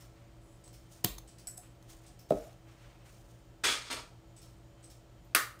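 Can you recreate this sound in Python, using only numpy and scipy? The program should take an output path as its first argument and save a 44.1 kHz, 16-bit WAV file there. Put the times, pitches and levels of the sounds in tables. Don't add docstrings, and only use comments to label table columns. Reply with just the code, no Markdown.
import sys
import numpy as np
from scipy import signal
from scipy.fft import rfft, irfft
from scipy.io import wavfile
from scipy.ndimage import uniform_filter1d

SR = 44100
rng = np.random.default_rng(int(sys.argv[2]) if len(sys.argv) > 2 else 0)


def generate_wav(sig):
    pcm = np.round(np.clip(np.atleast_2d(sig).T, -1, 1) * 32767).astype(np.int16)
    wavfile.write(sys.argv[1], SR, pcm)


def gain_from_db(level_db):
    decades = np.asarray(level_db, float) / 20
    return 10 ** decades


N = 246953
TIME = np.arange(N) / SR


def at_hz(points, hz):
    table = np.array(points)
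    return np.interp(np.log(hz), np.log(table[:, 0]), table[:, 1])


def rms_one(x):
    return x / np.sqrt(np.mean(x ** 2) + 1e-20)


def colour(x, spectrum, size=8192):
    level_db = at_hz(spectrum, np.linspace(1, SR / 2, size // 2 + 1))
    cepstrum = irfft(np.log(gain_from_db(level_db)))
    cepstrum[1:size // 2] *= 2
    response = irfft(np.exp(rfft(cepstrum[:size // 2], size)))
    return signal.fftconvolve(x, response / np.linalg.norm(response))[:N]


def drift(rate):
    r = np.exp(-32 * np.pi * rate / SR)
    slow = signal.lfilter([1], [1, -2 * r, r * r], rng.standard_normal(N // 16 + 3001))[3000:]
    return np.interp(np.arange(N) / 16, np.arange(len(slow)), rms_one(slow))


def high_pass(x, order, hz):
    return signal.sosfilt(signal.butter(order, hz, "high", fs=SR, output="sos"), x)


def ring(push, hz, t60):
    r = gain_from_db(-60 / (np.clip(t60, .002, 2) * SR))
    w = 2 * np.pi * hz / SR
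    return signal.lfilter([.5, 0, -.5], [1, -2 * r * np.cos(w), r * r], push + 1e-18)


def clicks(times, db):
    out = np.zeros(N)
    np.add.at(out, (np.array(times) * SR).astype(int), gain_from_db(db))
    return out


def burst(x, t60):
    envelope = signal.lfilter([1], [1, -gain_from_db(-60 / (t60 * SR))], x + 1e-18)
    return envelope * rng.standard_normal(N)


def soft(x, hz):
    r = np.exp(-2 * np.pi * hz / SR)
    return signal.lfilter([(1 - r) ** 2], [1, -2 * r, r * r], x)


def strike(hits, modes, damped=False, spread_db=2.0):
    s, db = np.transpose(hits)[:2]
    luck = rng.standard_normal((len(s), 14))
    most_cycles = 55 if damped else np.inf
    out = np.zeros(N)
    for k, (hz, level_db, t60) in enumerate(modes):
        push = clicks(s, db + level_db + spread_db * luck[:, k])
        out += (-1) ** k * ring(push, hz, min(t60, most_cycles / hz))
    return out


def rattle(hits, modes, slip_s):
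    s, db = np.transpose(hits)[:2]
    grains = burst(clicks(s, db), slip_s) / np.sqrt(slip_s * SR / 14)
    return sum(gain_from_db(level_db) * ring(grains, hz, t60) for hz, level_db, t60 in modes)


def crack(hits, spectrum, t60):
    s, *db = np.transpose(hits)
    return colour(burst(clicks(s, db[-1]), t60), spectrum)


def spread(hits, spectrum, gain_db):
    s, *db = np.transpose(hits)
    return colour(clicks(s[1:2], db[-1][1:2] + gain_db), spectrum)


def swell(start, rise, hold, sag_db, fall_db):
    t = TIME - start
    late = np.maximum(t - rise, 0)
    drop_db = sag_db * np.minimum(late, hold) + fall_db * np.maximum(late - hold, 0)
    return np.clip(t / rise, 0, 1) ** 2 * gain_from_db(-drop_db)


# (frequency [Hz], t60 [s])
ROOM_T60 = [(100, .3), (600, .33), (1300, .4), (2500, .32), (5000, .32), (8000, .3), (15000, .29)]


def room(x, gap_s=.005):
    t, tail = TIME[:SR // 2], 0
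    edges = np.geomspace(60, 18000, 10)
    for low, high in zip(edges, edges[1:]):
        band_pass = signal.butter(2, [low, high], "band", fs=SR, output="sos")
        band = signal.sosfilt(band_pass, rng.standard_normal(len(t)))
        tail = tail + band * gain_from_db(-60 * t / at_hz(ROOM_T60, np.sqrt(low * high)))
    tail = tail * np.clip(t / gap_s - 1, 0, 1)
    return signal.fftconvolve(x, tail / np.linalg.norm(tail))[:N]


# (frequency [Hz], level [dB per Hz])
FLOOR = [(18, -50), (30, 6), (124, -6), (221, -11.5), (328, -11), (473, -13.5), (569, -13), (632, -14),
         (1430, -23.5), (8080, -34), (11400, -43.5), (14400, -37), (16000, -40)]
# (frequency [Hz], level [dB rms])
HUM = [(172.3, -69.5), (328.4, -66), (570.6, -71.5), (689.1, -76), (1319, -80.5), (3095, -82.5),
       (6998, -84.5), (8070, -87), (14153, -101)]
# (frequency [Hz], level [dB rms])
BEAT = [(44.51, -69), (53.01, -73.5), (57.35, -67), (114.67, -65.5), (120.78, -63.5)]


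def background():
    out = gain_from_db(-59.5) * rms_one(colour(rng.standard_normal(N), FLOOR))
    for hz, db in HUM:
        level = gain_from_db(db + 0.5 + 2.6 * drift(7.9))
        out += level * np.sin(2 * np.pi * hz * TIME + 0.09 * drift(5.0))
    for hz, db in BEAT:
        level = gain_from_db(db + 4.0 + 0.93 * drift(7.0))
        out += level * np.cos(2 * np.pi * hz * (TIME - .067))
    return out


# (start [s], length [s], dull rub [dB], bright rub [dB])
RUBS = [(-.05, 0.076, -65, -63), (0.125, 0.16, -70, -85), (0.425, 0.27, -88, -74), (0.777, 0.2, -77, -75),
        (0.888, 0.11, -75, -64.5), (1.602, 0.061, -69, -74), (1.804, .03, -73, -73),
        (1.867, 0.03, -64.5, -56.5), (2.002, .08, -72, -74), (2.32, 0.17, -62.5, -63),
        (2.647, 0.14, -66.5, -74), (2.784, 0.29, -64.5, -76.5), (3.022, 0.19, -74, -66),
        (3.264, 0.12, -79, -72), (4.43, 0.11, -77, -74), (4.74, .07, -73.5, -91), (5.21, .05, -81, -83)]
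# (frequency [Hz], level [dB per Hz])
DULL = [(410, -31), (700, -5), (848, -1.5), (1290, 1.5), (1580, -1.5), (2550, -1.5), (9000, -19),
        (11700, -43), (19800, -120)]
BRIGHT = [(1760, -38.5), (3000, -4.5), (4760, -3), (6280, 1), (8100, -1.5), (8800, 0.5), (12000, -13),
          (13000, -6), (15600, -5.5)]
# (start [s], end [s], level [dB], lines [Hz])
SING = [
    (.405, .59, -80, [7750, 7900, 9660]),
    (2.335, 2.49, -76, [5400, 7100, 10800, 12800, 13200]),
]


def rubbing():
    dull = colour(rng.standard_normal(N) * gain_from_db(2.0 * drift(40)), DULL)
    bright = colour(rng.standard_normal(N) * gain_from_db(2.0 * drift(40)), BRIGHT)
    out, rise_s = np.zeros(N), 0.038
    for s, length, dull_db, bright_db in RUBS:
        stroke = swell(s, rise_s, max(length - rise_s, 0), sag_db=35, fall_db=152.5)
        out += stroke * (gain_from_db(dull_db) * dull + gain_from_db(bright_db) * bright)
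    for start, end, db, lines in SING:
        gate = np.clip(np.minimum(TIME - start, end - TIME) / 0.014, 0, 1)
        grit = rng.standard_normal(N)
        out += gain_from_db(db) * gate * sum(rms_one(ring(grit, hz, t60=0.028)) for hz in lines)
    return out


# (start [s], length [s], from [Hz], to [Hz], level [dB])
WHISTLES = [
    (3.84, .06, 4500, 5200, -61),
    (3.825, .075, 3250, 3500, -61),
    (3.83, 0.07, 2150, 2450, -63),
    (3.78, 0.1, 1150, 1400, -57),
    (4.55, .06, 8700, 7700, -80),
    (4.56, 0.034, 11000, 10400, -82),
]


def whistle():
    out = np.zeros(N)
    rough = drift(200)
    for k, (s, length, from_hz, to_hz, db) in enumerate(WHISTLES):
        along, first = np.linspace(0, 1, int(length * SR)), int(s * SR)
        phase = 2 * np.pi * np.cumsum(from_hz + (to_hz - from_hz) * along) / SR
        own = rough[k * SR // 2:][:len(along)]
        fade = np.sqrt(np.abs(np.sin(np.pi * along)))
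        out[first:first + len(along)] += gain_from_db(db) * fade * own * np.cos(phase)
    return out


# (start [s], peak [dB], rise [s], hold [s])
PUFFS = [
    (3.638, -26, 0.00055, 0.081),
    (3.81, -55, 0.064, 0.058),
    (3.895, -39.5, 0.012, 0.033),
]
# (frequency [Hz], level [dB per Hz])
AIR = [(90, -37), (180, -17.5), (340, -4), (560, -4), (850, -8.5), (1150, -1.5), (1570, 2), (3050, 2),
       (8900, -5.5), (10500, -17.5), (12000, -24), (15600, -28.5)]
# (frequency [Hz], level [dB], t60 [s])
SHEET = [(950, -11, .04), (1250, -9, .04), (2350, -6, .03), (3400, -6, .03), (3670, -10, .02),
         (4250, -6, .03), (4750, -4, .03), (5300, -7, .03), (6490, -4, .03), (8500, -5, .02),
         (10400, -7, .02), (12700, -8, .02)]


def puff():
    flow = np.zeros(N)
    for s, db, rise, hold in PUFFS:
        flow += gain_from_db(db) * swell(s, rise, hold, sag_db=63, fall_db=172)
    s, full_db = PUFFS[0][:2]
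    lead_s = 0.0019
    flow = flow + gain_from_db(full_db - 18) * (TIME > s - lead_s) * (TIME < s + lead_s)
    below_db = np.clip(20 * np.log10(flow + 1e-9) - full_db, -26, 0)
    grain = gain_from_db(0.5 * drift(430) + 0.78 * drift(71))
    air = rms_one(colour(rng.standard_normal(N) * grain, AIR))
    top = high_pass(air, 2, 10500)
    sheet = np.zeros(N)
    for hz, level_db, t60 in SHEET:
        sheet += gain_from_db(level_db + 4.0 * drift(1.6)) * ring(air, hz, t60)
    bright = gain_from_db(3 + 0.41 * below_db) * top
    singing = gain_from_db(-14 - 0.23 * below_db) * rms_one(sheet)
    return flow * (air + bright + singing)


# (time [s], level [dB])
CATCH = [
    (3.9075, -50),
    (3.9120, -44.5),
    (3.9250, -55),
    (3.9285, -39),
    (3.9460, -59),
    (3.9650, -63),
]
# (frequency [Hz], level [dB], t60 [s])
LATCH = [(2288, -5, .015), (3725, -4, .015), (4300, -2, .015), (4732, -3, .015), (5173, -9, .015),
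         (6600, -5, .022), (8425, -8, .02), (8839, -4, .025), (10300, -6, .025), (11430, -14, .02),
         (12690, -8, .02), (13610, -12, .025)]


def catch():
    return rattle(CATCH, LATCH, slip_s=0.015)


# (time [s], peak level [dB])
THUMPS = [(3.639, -38), (3.660, -45), (3.690, -36), (3.9005, -42), (3.912, -39.5), (3.940, -42.5),
          (3.975, -43.5), (4.005, -53), (4.035, -57)]
# (frequency [Hz], level [dB], t60 [s])
HOLLOW = [(265, -7.5, 0.042), (442, -1.5, 0.034), (625, 0.5, 0.023), (944.4, -2.5, 0.14),
          (1158, -1.5, 0.066), (1357, 4, 0.05)]


def thump():
    return soft(strike(THUMPS, HOLLOW), hz=1490)


# (time [s], grit level [dB], ring against grit [dB], rebound against first touch [dB])
NOTCH_OUT = [(0.638, -47.5, -5.5, -13), (1.273, -48, -9.5, -1.5), (2.0617, -47.5, -11.5, -8.5),
             (4.3622, -47, -6.5, -7), (4.8255, -53, -7, 5)]
NOTCH_IN = [(0.0044, -50, -10, -26), (0.7262, -50, -15, 1.5), (1.382, -43.5, -21, -12),
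            (2.189, -48, -11.5, -16), (4.415, -48, -16, -5), (4.8984, -46.5, -16, -7)]
STRAY = [(0.6774, -53, -33, -32), (1.8262, -75, -23, -30), (2.2872, -49.5, -22, 4), (2.3204, -72, -19, -30),
         (4.6644, -77.5, -14, -29), (5.243, -66.5, -9, -30), (5.5874, -49.5, -20, -27)]
OUT_SHARES = [-17.5, -0.8, -30, -26]
IN_SHARES = [5, -12, -2, 1]
STRAY_SHARES = [-15, -12, 6, 4]
# (frequency [Hz], t60 [s])
WIRE = [(5350, .01), (8080, .03), (12300, .01), (14650, .015)]
# (frequency [Hz], level [dB per Hz])
TICK_CRACK = [(880, -55), (1500, -13.5), (2500, -9), (3620, -8.5), (5410, -4.5), (9750, -8), (14900, -27),
              (15600, -9)]


def handle():
    touches = []
    for rows, shares in [(NOTCH_OUT, OUT_SHARES), (NOTCH_IN, IN_SHARES), (STRAY, STRAY_SHARES)]:
        for s, db, ring_db, rebound_db in rows:
            wire_db = ring_db + np.array(shares)
            touches.append((s, db, *(wire_db - 2.5)))
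            touches.append((min(s + .012, TIME[-1]), db + rebound_db, *wire_db))
    s, db, *shares = np.transpose(touches)
    slip_t60 = .13
    out = colour(burst(soft(clicks(s, db - 12.5), hz=202), slip_t60), TICK_CRACK)
    for share, (hz, t60) in zip(shares, WIRE):
        rub = burst(soft(clicks(s, db + share - 15), hz=149), 0.46 * slip_t60)
        out += ring(rub, hz, t60)
    return out


# (time [s], ring level [dB], grit level [dB])
TAPS = [
    (1.4710, -40, -48),
    (1.4770, -55, -39.5),
    (1.4860, -55, -44),
    (1.4980, -60, -50),
    (1.5100, -61, -50),
    (1.5200, -70, -58),
]
# (frequency [Hz], level [dB], t60 [s])
SPOON = [(5250, -8, .008), (5520, -4, 0.012), (5900, -5, .01), (6309, -10, 0.012), (7300, -10, .008),
         (7919, 5, 0.035), (8656, -8, 0.02), (9300, -9, 0.02), (9835, -7, .015), (11220, -16, 0.015),
         (13560, -12, .012), (14590, -18, .012)]
# (time [s], ring level [dB], grit level [dB])
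SKID = [
    (1.5715, -55, -60),
    (1.5740, -50, -56),
    (1.5765, -45, -50),
    (1.5785, -44, -50),
    (1.5870, -56, -60),
]
# (frequency [Hz], level [dB], t60 [s])
SKID_RING = [(5300, -8, .008), (6412, -13, .01), (7897, 1, .015), (8210, -1, .015), (8651, -2, .015),
             (9825, -7, .008), (10200, -5, .01), (12070, -12, .008), (13000, -7, .008), (14400, -12, .008)]
# (frequency [Hz], level [dB per Hz])
SPOON_CRACK = [(880, -47), (1500, -14), (4300, -34), (5300, -21), (6850, -15), (7930, -6), (10300, -12),
               (11500, -14), (15600, -23)]


def spoon_taps():
    rings = rattle(TAPS, SPOON, slip_s=0.03) + rattle(SKID, SKID_RING, slip_s=0.01)
    return rings + crack(TAPS + SKID, SPOON_CRACK, t60=0.019)


# (time [s], peak level [dB])
SHUDDERS = [
    (1.078, -32),
    (2.33, -37),
]


def shudder():
    table_top = [(46.5, -8.0, 0.67), (62, -8.0, .3)]   # (frequency [Hz], level [dB], t60 [s])
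    return soft(strike(SHUDDERS, table_top), hz=89.3)


# (time [s], peak level [dB])
KNOCKS = [
    (2.3071, -18),
    (2.3087, -19),
    (2.3219, -17),
]
# (frequency [Hz], level [dB], t60 [s])
BASE = [(459, -8, 0.043), (647, 2.5, 0.033), (302, -9, 0.069), (170, -10.5, 0.072), (394, -12, 0.088),
        (1280, -29, 0.16), (673, -25.5, 0.34), (775, -22.5, 0.27), (540, -29, 0.088), (640, -37, .3)]
# (time [s], peak level [dB])
BUMPS = [(.665, -52), (1.582, -45), (1.47, -54), (2.09, -54), (2.47, -50), (4.44, -58)]
# (frequency [Hz], level [dB], t60 [s])
NUDGE = [(570, -10, .05), (722, -1, .09), (980, -14, .03)]
# (time [s], level [dB])
KNOCK_GRIT = [
    (2.3060, -39),
    (2.3205, -42.5),
]
# (frequency [Hz], level [dB per Hz])
RIM_TAIL = [(290, -44), (500, 1), (864, -8), (1090, 3), (1510, -9.5), (3920, 4), (5860, -13), (6300, 0.5),
            (11700, -9), (15600, -4)]
# (frequency [Hz], level [dB], t60 [s])
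LANDING = [(1690, -20, 0.045), (2540, 3, .02), (3700, -9, 0.036), (5260, -5, 0.047), (6950, -6, 0.03)]


def knock():
    base = soft(strike(KNOCKS, BASE, spread_db=1.0), hz=1210)
    nudges = soft(strike(BUMPS, NUDGE), hz=930)
    click = crack(KNOCK_GRIT, RIM_TAIL, t60=0.0051)
    chime = gain_from_db(-13) * strike(KNOCK_GRIT, LANDING)
    return base + nudges + click + chime


# (time [s], ring level [dB], grit level [dB])
SNAPS = [
    (5.3487, -21, -14),
    (5.3492, -18, -12),
    (5.3501, -11, -12),
    (5.3608, -22, -34),
    (5.3695, -26, -26),
    (5.3780, -28, -30),
]
# (frequency [Hz], level [dB], t60 [s])
LID = [(324, -18, 0.02), (650, -13.5, 0.013), (1237, -11, 0.04), (1365, -4, 0.018), (1790, -8, 0.012),
       (2640, -7, 0.008), (3670, -10, 0.008), (4160, -11, 0.012), (4890, -16, 0.0064), (6500, -10, 0.006),
       (8050, -17, .004), (9580, -11, .005), (10040, -13, .005), (13200, -13, .005)]
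# (frequency [Hz], level [dB per Hz])
LID_CRACK = [(240, -64), (400, -40), (1300, -1), (1900, -3), (2640, 0), (5590, -6), (7250, -12), (9600, -2),
             (11500, -8), (15600, -8)]


def lid_snap():
    rings = strike(SNAPS, LID, damped=True, spread_db=1.0)
    sharp = gain_from_db(-1.0) * crack(SNAPS, LID_CRACK, t60=0.0049)
    return rings + sharp + gain_from_db(-13.5) * crack(SNAPS, LID_CRACK, t60=0.05)


# (frequency [Hz], level [dB per Hz])
LID_TAIL = [(120, -56), (200, -25), (322, -14), (946, -16), (1240, -0.5), (1580, -8), (1790, -4),
            (2400, -13), (15800, -19.5)]


def lid_into_room():
    return spread(SNAPS, LID_TAIL, gain_db=15)


# (time [s], peak level [dB])
THUDS = [
    (1.0413, -23),
    (1.0480, -25),
]
# (frequency [Hz], level [dB], t60 [s])
WALL = [(84.8, -10, 0.11), (111, -4, 0.057), (201, -6.5, 0.12), (313, -7.5, 0.043), (374, -6, 0.13),
        (707, -17.5, 0.094)]


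def thud():
    return gain_from_db(0.5) * soft(strike(THUDS, WALL), hz=1460)


# (time [s], ring level [dB], grit level [dB])
CLINKS = [
    (1.0411, -38, -30),
    (1.0438, -27, -19),
    (1.0455, -21, -13),
    (1.0466, -23, -16),
    (1.0488, -31, -27),
]
# (frequency [Hz], level [dB], t60 [s])
RIM = [(936, -13.5, 0.015), (1900, -13.5, 0.0097), (2550, -20, .01), (3030, -10, 0.02),
       (3640, -12.5, 0.011), (4790, -6.5, 0.012), (5300, -9.5, 0.012), (6680, -5.5, 0.012),
       (7550, -7, 0.009), (9200, -8.5, 0.008), (11500, -19, .006), (13100, 5, 0.006), (14500, -10, .005),
       (15300, -2, 0.006)]
# (frequency [Hz], level [dB per Hz])
RIM_CRACK = [(530, -78), (900, -7.5), (4730, -3), (8490, -7), (9910, 6.5), (11600, -8), (15600, 4.5)]
# (time [s], ring level [dB], grit level [dB])
RETAPS = [
    (.678, -57, -57),
    (1.8262, -61, -60),
    (1.1825, -45, -44),
    (1.1850, -46, -50),
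    (2.5296, -61, -66),
]
# (frequency [Hz], level [dB], t60 [s])
EDGE = [(990, -4, .02), (3450, -11, .01), (4250, -6, .011), (6350, -4, .018), (7800, -10, .01),
        (2200, -13, .01), (5300, -13, .01)]
# (time [s], level [dB])
WOBBLE = [
    (1.0510, -35),
    (1.0545, -37),
    (1.0815, -40),
    (1.0870, -42),
    (1.1000, -48),
]
# (frequency [Hz], level [dB], t60 [s])
WALL_RING = [(3190, -3, .012), (3900, -4, .01), (4750, -9, .01), (1500, -10, .01), (2300, -9, .01)]


def clink():
    rings = strike(CLINKS, RIM, damped=True) + gain_from_db(5.0) * strike(RETAPS, EDGE)
    rocking = rattle(WOBBLE, WALL_RING, slip_s=.012)
    grit = gain_from_db(-5.5) * crack(CLINKS, RIM_CRACK, t60=0.011) + crack(RETAPS, RIM_CRACK, t60=0.03)
    return rings + rocking + grit


def clink_into_room():
    return spread(CLINKS, RIM_TAIL, gain_db=9)


ROOM_DB = {"clink": -10, "tap": -6, "tick": -2, "knock": -10, "snap": -14}


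def scene():
    weaker_db = -4
    parts = [(clink(), ROOM_DB["clink"] + weaker_db),
             (lid_snap(), ROOM_DB["snap"] + weaker_db),
             (spoon_taps(), ROOM_DB["tap"]),
             (handle(), ROOM_DB["tick"]),
             (knock(), ROOM_DB["knock"]),
             (thud(), -12), (catch(), -2.5), (thump(), -3)]
    close = sum(x for x, db in parts)
    to_room = clink_into_room() + lid_into_room() + sum(gain_from_db(db) * x for x, db in parts)
    air = puff() + whistle()
    return (close + shudder() + room(to_room) + air + rubbing() + background())[None]


def low_pass(x):
    return signal.sosfilt(signal.butter(12, 17020, fs=SR, output="sos"), x)


def record(dry):
    overload = .9
    heard = high_pass(overload * np.tanh(dry / overload), 3, 36)
    top = signal.sosfilt(signal.cheby2(10, 40, 15700, "high", fs=SR, output="sos"), heard)
    power = np.abs(uniform_filter1d(top ** 2, size=300)) ** 2
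    opening = power / (power + gain_from_db(3.1 * -52))
    cut = signal.sosfilt(signal.cheby2(14, 50, 16120, fs=SR, output="sos"), heard)
    cut = cut + gain_from_db(-9.0) * top * opening
    mix = signal.sosfilt(signal.cheby2(16, 60, 17050, fs=SR, output="sos"), cut)
    return low_pass(mix)


dry = scene()
out = record(dry)
generate_wav(out)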